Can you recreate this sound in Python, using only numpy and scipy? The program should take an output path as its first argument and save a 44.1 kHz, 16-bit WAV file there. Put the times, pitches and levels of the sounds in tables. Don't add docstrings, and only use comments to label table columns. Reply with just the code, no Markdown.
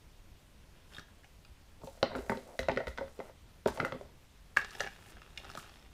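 import sys
import numpy as np
from scipy import signal
from scipy.io import wavfile
from scipy.ndimage import uniform_filter1d

SR = 44100
rng = np.random.default_rng(int(sys.argv[2]) if len(sys.argv) > 2 else 0)


def wrap_up_sound(samples):
    columns = np.atleast_2d(samples).T
    tamed = np.clip(columns, -1, 1)
    steps = np.round(tamed * 32767).astype(np.int16)
    wavfile.write(sys.argv[1], SR, steps)


N = 261506

# mode in Hz, relative level in dB, free decay by 60 dB in seconds.
HOLLOW_MODES = [(127, 5, 0.085), (161.8, -6.5, 0.2), (217, 3, 0.069), (329, -2, 0.062)]
# mode in Hz, relative level in dB, free decay by 60 dB in seconds.
TRAY_MODES = [(402.5, 13, 0.17), (571, 7.5, 0.058), (701, 1, 0.078), (809, 2, 0.093), (910, -8, 0.05),
              (1268, -2, 0.031), (1440, -10, 0.052), (1686, -2, 0.034), (1832, -3, 0.014),
              (2230, -10, 0.054), (2210, -15.5, 0.082), (2490, -2, 0.054), (2800, 5, 0.049),
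              (3310, 4.5, 0.071), (3670, 5.5, 0.07), (4420, 3, 0.026), (5260, 8, 0.06)]
# mode in Hz, relative level in dB, free decay by 60 dB in seconds.
CARTON_MODES = [(249, 0.5, 0.19), (391, -2, 0.11), (477, -1, 0.052), (537, -3, 0.13), (621, 1.5, 0.039),
                (661, 2.5, 0.04), (810, -4.5, 0.074), (907, 2.5, 0.027), (918, -3.5, 0.081),
                (1065, 0.5, 0.022), (1383, 9.5, 0.012), (1490, -1, 0.042), (1884, 3.5, 0.026),
                (2024, 12, 0.013), (2014, 3.5, 0.04), (2550, 1, 0.014), (2740, -19, 0.025)]
# start in seconds, peak of the ring in dB, low and high pitch favoured by the
# struck spot in Hz, high re low in dB, edge crack in dB re peak, low thump in dB re peak.
CARTON_KNOCKS = [(1.817, -49, 790, 1300, -12, -7, -10), (1.835, -39, 577, 1010, -2, -29, -2.5),
                 (1.872, -38, 534, 1000, -2.5, -6, -27), (1.973, -48.5, 557, 1350, -1, -17, -12),
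                 (2.028, -14.5, 610, 1300, -6.5, -4, -14.5), (2.058, -35.5, 397, 2250, -5, -21, -13),
                 (2.116, -34.5, 680, 1380, -6, -30, -14), (2.152, -28.5, 262, 1200, -4, -13.5, -31),
                 (2.183, -48, 250, 1350, -18.5, 2.5, -21), (2.296, -18, 650, 1400, -1, -17, -8.5),
                 (2.319, -26, 536, 1080, 1, -38, -5.5), (2.343, -39.5, 262, 1500, -9, -28, -19),
                 (2.372, -35, 553, 1390, -21, -9, -20), (2.591, -23.5, 532, 1670, -8, -5, -12.5),
                 (2.613, -42.5, 477, 1410, 6, -14, -2), (2.63, -39, 530, 1390, -4, 0, -17),
                 (2.685, -16.5, 680, 1620, -10.5, -13, -16), (2.695, -21, 810, 1600, -1, -33, -12.5),
                 (2.715, -29.5, 377, 1870, -22, -8.5, -13), (2.762, -37, 543, 1540, 5, -3, 4.5),
                 (2.773, -20, 540, 1610, -2, -14.5, -18), (2.803, -29, 584, 1390, -19, -19, -13),
                 (2.87, -29.5, 500, 1760, -5, -6.5, -10.5), (2.88, -36.5, 517, 1440, 14, -5, -34),
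                 (2.976, -31.5, 564, 1570, 1, -8, -33), (2.984, -25, 615, 1400, -1.5, -16.5, -13.5),
                 (3.01, -30.5, 604, 1390, -20, -32, -10), (3.08, -47, 478, 1290, 8, -8, -26),
                 (3.191, -32.5, 473, 1780, -22, -18.5, -10), (3.202, -29, 655, 1440, -12, -21, -13),
                 (3.657, -34.5, 507, 1050, -20, -10, -21), (3.66, -16, 480, 1090, -7, -21, -11.5),
                 (3.673, -33.5, 530, 1020, 14, 0, -26), (3.683, -25.5, 970, 1140, 20, -12, -32),
                 (3.774, -34.5, 890, 1130, -5, -6, -20.5), (3.801, -18.5, 935, 1470, 8, -16.5, -10.5),
                 (3.829, -27.5, 416, 1290, -37, -31, -7), (3.849, -20, 467, 1660, -1, -17, -20),
                 (3.864, -40.5, 373, 1380, -23, -25, -26), (3.922, -26.5, 490, 1360, 3, -10, -10),
                 (3.946, -35.5, 452, 1630, -30, -35, -2), (4.011, -35, 428, 1070, -12.5, -18, -30)]


def gain_of(db):
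    return 10 ** (np.asarray(db) / 20)


def evened(x):
    return x / np.sqrt(np.mean(x ** 2) + 1e-20)


def peaked(x):
    return x / abs(x).max()


def read(points, hz):
    point_hz, value = np.transpose(points)
    return np.interp(np.log(hz + 1), np.log(point_hz + 1), value)


def add(mix, start_s, sound):
    part = mix[round(start_s * SR):][:len(sound)]
    part += sound[:len(part)]


def bandpassed(x, order, band_hz):
    return signal.sosfilt(signal.butter(order, band_hz, "band", fs=SR, output="sos"), x)


def favour(hz, centre_hz, octaves):
    return 1 / (1 + (np.log2(hz / centre_hz) / octaves) ** 2)


def ring(modes, weights, ring_share=0.47, rise_cycles=0.59):
    t = np.arange(5000) / SR
    hz, db, t60 = np.transpose(modes)[:, :, None]
    hz = hz * (1 + 0.012 * rng.standard_normal(hz.shape))
    phase = 2 * np.pi * rng.random(hz.shape)
    decay = gain_of(db - 60 * t / (t60 * ring_share))
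    rise = 1 - np.exp(-t * hz / rise_cycles)
    return peaked(weights @ (decay * rise * np.sin(2 * np.pi * hz * t + phase)))


def tick(hz, decay_s):
    rise_s, spread_db = 0.00048, -32.0
    t = np.arange(1500) / SR
    burst = rng.standard_normal(len(t)) * np.exp(-t / decay_s) * (1 - np.exp(-t / rise_s))
    core = bandpassed(burst, 2, np.clip([hz / 1.5, hz * 1.35], 100, SR / 2.2))
    return peaked(core + gain_of(spread_db) * burst)


def chattered(sound):
    tap_db, decay_s, taps_per_s = -16, 0.019, 700
    t = np.arange(4000) / SR
    size = gain_of(tap_db) * rng.standard_normal(len(t)) * np.exp(-t / decay_s)
    taps = size * (rng.random(len(t)) < taps_per_s / SR)
    return peaked(signal.fftconvolve(sound, (t == 0) + taps))


def blows(rows, modes, thump_modes, octaves, tick_s, tick_hz, ring_share_at):
    out, mode_hz = np.zeros(N), np.transpose(modes)[0]
    for start_s, db, low_hz, high_hz, high_db, tick_db, thump_db in rows:
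        scatter_db = 2.5 * rng.standard_normal(len(modes))
        low = favour(mode_hz, low_hz, octaves) ** 2
        high = gain_of(high_db) * favour(mode_hz, high_hz, octaves) ** 2
        body = ring(modes, (low + high) * gain_of(scatter_db), ring_share_at(start_s))
        thump = ring(thump_modes, np.ones(len(thump_modes)))
        add(out, start_s, gain_of(db) * chattered(body))
        add(out, start_s, gain_of(db + tick_db) * tick(tick_hz, tick_s))
        add(out, start_s, gain_of(db + thump_db) * thump)
    return out


def slips(per_s, spread_db):
    size = gain_of(spread_db * np.minimum(rng.exponential(1, N), 4))
    return size * rng.choice([-1, 1], N) * (rng.random(N) < per_s / SR)


def stroke(strokes, column):
    t = np.arange(N) / SR
    rows = np.concatenate(strokes)
    value = np.interp(t, rows[:, 0], rows[:, column])
    inside = sum((t > points[0][0]) & (t < points[-1][0]) for points in strokes)
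    return value, uniform_filter1d(inside * 1.0, 1300)


def rub(strokes, modes, per_s, spread_db, octaves, ring_share):
    level_db, inside = stroke(strokes, 1)
    centre_hz = stroke(strokes, 2)[0]
    drive, out, power = slips(per_s, spread_db), np.zeros(N), 0
    for hz, db, t60 in modes:
        radius = 10 ** (-3 / (t60 * ring_share * SR))
        poles = [1, -2 * radius * np.cos(2 * np.pi * hz / SR), radius * radius]
        mode = signal.lfilter([1], poles, drive * rng.standard_normal(N))
        weight = gain_of(db) * favour(hz, centre_hz, octaves)
        out += weight * evened(mode)
        power = power + weight ** 2
    return gain_of(level_db) * inside * out / np.sqrt(power)


def air():
    # frequency in Hz, relative level in dB per Hz.
    air_spectrum = [(12, -1.5), (20, 20), (44, 1.5), (120, -10), (154, -9.5), (216, -14), (367, -19),
                    (624, -21), (849, -23.5), (1000, -22.5), (1220, -25), (3160, -27), (14700, -39.5),
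                    (16000, -48)]
    level_db, patch_db = -57.5, 1.1
    frames, hz = N // 256 + 5, np.fft.rfftfreq(1024, 1 / SR)
    real, imaginary, patches = rng.standard_normal((frames, 513, 3)).T
    patches = uniform_filter1d(patches, 40, 0)
    patches = evened(uniform_filter1d(patches, 8, 1))
    shape = gain_of(read(air_spectrum, hz)[:, None] + patch_db * patches)
    noise = signal.istft((real + 1j * imaginary) * shape, nperseg=1024, noverlap=768)[1][:N]
    return gain_of(level_db) * evened(noise)


def room(x):
    # frequency in Hz, decay by 60 dB in seconds.
    room_decay = [(150, 0.4), (500, 0.17), (1500, 0.27), (4000, 0.4), (10000, 0.033)]
    taps = np.zeros(SR // 2)
    at = np.arange(200, SR // 2 - 20, 20)
    taps[at + rng.integers(0, 20, len(at))] = rng.choice([-1.0, 1.0], len(at))
    hz, t, bands = signal.stft(taps, SR, nperseg=256)
    decay = gain_of(-60 * t / read(room_decay, hz)[:, None])
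    tail = signal.istft(bands * decay, SR, nperseg=256)[1]
    return signal.fftconvolve(x, tail / np.linalg.norm(tail))[:N]


def alternating_room(x):
    half_turn_s = 0.31
    turn = np.pi * np.arange(N) / SR / half_turn_s
    return room(x * np.cos(turn)) + room(x * np.sin(turn))


def thuds():
    # mode in Hz, relative level in dB, free decay by 60 dB in seconds.
    wood_modes = [(58, -7.5, 0.57), (75, -14.5, 0.54)]
    # start in seconds, peak in dB.
    wood_booms = [(2.153, -48), (2.184, -46), (2.319, -54), (2.593, -38.5), (2.63, -40.5), (2.684, -45),
                  (2.872, -38.5), (2.986, -54), (3.66, -46)]
    out = np.zeros(N)
    for start_s, db in wood_booms:
        add(out, start_s, gain_of(db) * ring(wood_modes, np.ones(len(wood_modes))))
    return out


def brush():
    # time in seconds, level in dB.
    brush_strokes = [
        [(0.85, -79), (0.97, -66), (1.04, -84)],
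        [(1.8, -103), (1.844, -60.5), (1.9, -67.5), (2.016, -72), (2.12, -93), (2.2, -65), (2.5, -70),
         (2.86, -77.5), (3.258, -71), (3.3, -74)],
        [(3.64, -94), (3.75, -59), (3.88, -77), (4.05, -77)],
        [(4.55, -75), (4.8, -62), (4.976, -73.5), (5.11, -64.5), (5.14, -78), (5.358, -78), (5.562, -64),
         (5.778, -76), (5.93, -83)],
    ]
    # start in seconds, level in dB before rise and fade.
    sharp_scuffs = [(2.159, -57.5), (2.296, -55), (2.59, -53), (2.87, -58.5), (3.674, -46.5), (3.8, -72),
                    (3.847, -54.5), (4.567, -46), (4.809, -56), (5.374, -61.5), (5.572, -52)]
    rise_s, fade_db_per_s = 0.0015, 561
    level_db, inside = stroke(brush_strokes, 1)
    level, t = gain_of(level_db) * inside, np.arange(SR // 4) / SR
    for start_s, db in sharp_scuffs:
        add(level, start_s, gain_of(db - fade_db_per_s * t) * np.minimum(t / rise_s, 1))
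    return level * evened(bandpassed(slips(3700, 5.1), 1, [4000, 11000]))


def crinkle():
    # time in seconds, level in dB.
    flex_strokes = [
        [(0.75, -67), (0.818, -69), (0.884, -76), (0.92, -57.5), (1.164, -83)],
        [(4.52, -84), (4.614, -49), (4.712, -62.5), (4.746, -52), (4.844, -53.5), (4.884, -61), (5.02, -61.5),
         (5.296, -65.5), (5.33, -66), (5.452, -57.5), (5.566, -56.5), (5.738, -61), (5.93, -68.5)],
    ]
    favoured_hz = 1500
    strokes = [[(s, db, favoured_hz) for s, db in points] for points in flex_strokes]
    return rub(strokes, TRAY_MODES, per_s=800, spread_db=4.0, octaves=0.69, ring_share=0.16)


def snaps():
    # start in seconds, peak of the ring in dB, low and high pitch favoured by the
    # buckling panel in Hz, high re low in dB, edge crack in dB re peak, low thump in dB re peak.
    tray_snaps = [(0.936, -51, 1410, 2480, -3, 2, -25), (0.947, -42, 1300, 3760, 16, -9, -31),
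                  (0.967, -39, 1450, 3400, -10.5, -16, -18), (0.983, -36, 580, 1760, 21, -10, -7),
                  (0.994, -42.5, 1250, 1650, -7, 1, -7), (1.083, -54, 1070, 1620, 6, -23, -17),
                  (1.235, -54, 1400, 1700, 9, -14, -15), (1.244, -47, 726, 1960, 10, -10.5, -21),
                  (1.449, -52.5, 1280, 2500, -10, 2, -22), (4.565, -29.5, 1250, 1630, -4, -8, -19),
                  (4.57, -10, 1280, 1720, 2.5, -19, -32.5), (4.582, -35, 990, 1910, 14, -7, -11),
                  (4.591, -48, 786, 2440, -8, -23, -38), (4.617, -52, 1250, 1810, 2.5, -26, -24),
                  (4.628, -50, 1180, 1700, 3, -3, -19), (4.646, -35.5, 1190, 1780, 9, 1.5, -24),
                  (4.707, -44.5, 1180, 1810, 11, 2.5, -22), (4.715, -47, 1310, 1580, 6, -5, -38),
                  (4.75, -40.5, 810, 1740, 13, -3, -22), (4.781, -57, 1390, 1560, 15, -3, -31),
                  (4.797, -34, 720, 2830, -1, -4, -19), (4.805, -21.5, 694, 1710, 12, -2.5, -31),
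                  (4.832, -46, 824, 1610, 2, 2, -1), (4.843, -34, 530, 1880, 13, -17, -29),
                  (4.864, -35, 746, 1830, 9, -10, -14), (4.873, -30.5, 826, 1760, 20, -14.5, -21),
                  (5.025, -51, 920, 1820, 3, -10, -30), (5.06, -49, 910, 1820, 13, -15, -25),
                  (5.096, -65, 1400, 2910, -5, -8, -25), (5.168, -47, 775, 1710, 13, -20.5, -26),
                  (5.218, -42.5, 1400, 2760, -22, -8, -26), (5.232, -57, 1400, 2480, 3, -4, -22),
                  (5.302, -66, 1400, 2500, 4, -8, -20), (5.375, -30.5, 2100, 4420, -20.5, -7, -27),
                  (5.445, -44, 680, 1440, 8, 1, -23), (5.5, -39.5, 760, 1380, 24, -3, -12),
                  (5.514, -47, 770, 1410, 16, 1, -9), (5.551, -35, 685, 1460, 7, -4, -12),
                  (5.574, -32.5, 780, 1330, 32, -6.5, -12.5), (5.641, -48.5, 785, 1470, 9.5, -11, -25),
                  (5.694, -50, 760, 1390, 15, 0, -25)]
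    in_hand = 0.58
    return blows(tray_snaps, TRAY_MODES, HOLLOW_MODES, octaves=0.4, tick_s=0.0025, tick_hz=4540,
                 ring_share_at=lambda s: in_hand)


def drag():
    start_s, rise_s, hold_s, level_db, favoured_hz = 2.42, 0.068, 0.072, -51, 614
    full_s = start_s + rise_s
    rows = [(start_s, level_db - 21, favoured_hz),
            (full_s, level_db, favoured_hz),
            (full_s + hold_s, level_db - 3, favoured_hz)]
    return rub([rows], CARTON_MODES, per_s=3100, spread_db=-2.5, octaves=0.3, ring_share=0.73)


def skid():
    rattle_db, fade_db_per_s = -42.5, 242
    level, t = np.zeros(N), np.arange(SR // 4) / SR
    for start_s, db, *_ in CARTON_KNOCKS:
        add(level, start_s, gain_of(db + rattle_db - fade_db_per_s * t))
    return level * evened(bandpassed(slips(4000, 3.6), 2, [2000, 4500]))


def slide():
    # time in seconds, level in dB, favoured pitch in Hz.
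    slide_strokes = [
        [(1.78, -67.5, 517), (1.992, -66.5, 640), (2.104, -52, 664), (2.168, -40.5, 386), (2.24, -55.5, 463),
         (2.392, -55, 504), (2.58, -78, 520), (2.75, -49.5, 570), (2.956, -68, 600), (3.024, -50, 560),
         (3.128, -67, 513), (3.304, -55, 625), (3.36, -102, 500)],
        [(3.62, -82, 517), (3.714, -72, 499), (3.776, -41.5, 610), (3.832, -44.5, 420), (4.008, -61.5, 472),
         (4.074, -62, 470), (4.2, -81, 380)],
    ]
    return rub(slide_strokes, CARTON_MODES, per_s=610, spread_db=3, octaves=0.6, ring_share=0.63)


def knocks():
    # mode in Hz, relative level in dB, free decay by 60 dB in seconds.
    cavity_modes = [(246, -2.5, 0.25), (415.7, -4.5, 0.2)]
    loose, gripped, gripped_from_s = 0.8, 0.44, 3.5
    return blows(CARTON_KNOCKS, CARTON_MODES, [*HOLLOW_MODES, *cavity_modes], octaves=0.55,
                 tick_s=0.0024, tick_hz=3400,
                 ring_share_at=lambda s: loose if s < gripped_from_s else gripped)


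def scene():
    grit = brush()
    tray = crinkle() + snaps()
    carton = drag() + skid() + slide() + knocks()
    wet = alternating_room(gain_of(-13) * carton + gain_of(-14.5) * tray + gain_of(-6) * grit)
    return (carton + tray + grit + wet + thuds() + air())[None]


def record(dry):
    lowpass = signal.firwin(511, 15600, window=("kaiser", 9), fs=SR)
    return signal.oaconvolve(dry, lowpass[None], "same")


dry = scene()
out = record(dry)
wrap_up_sound(out)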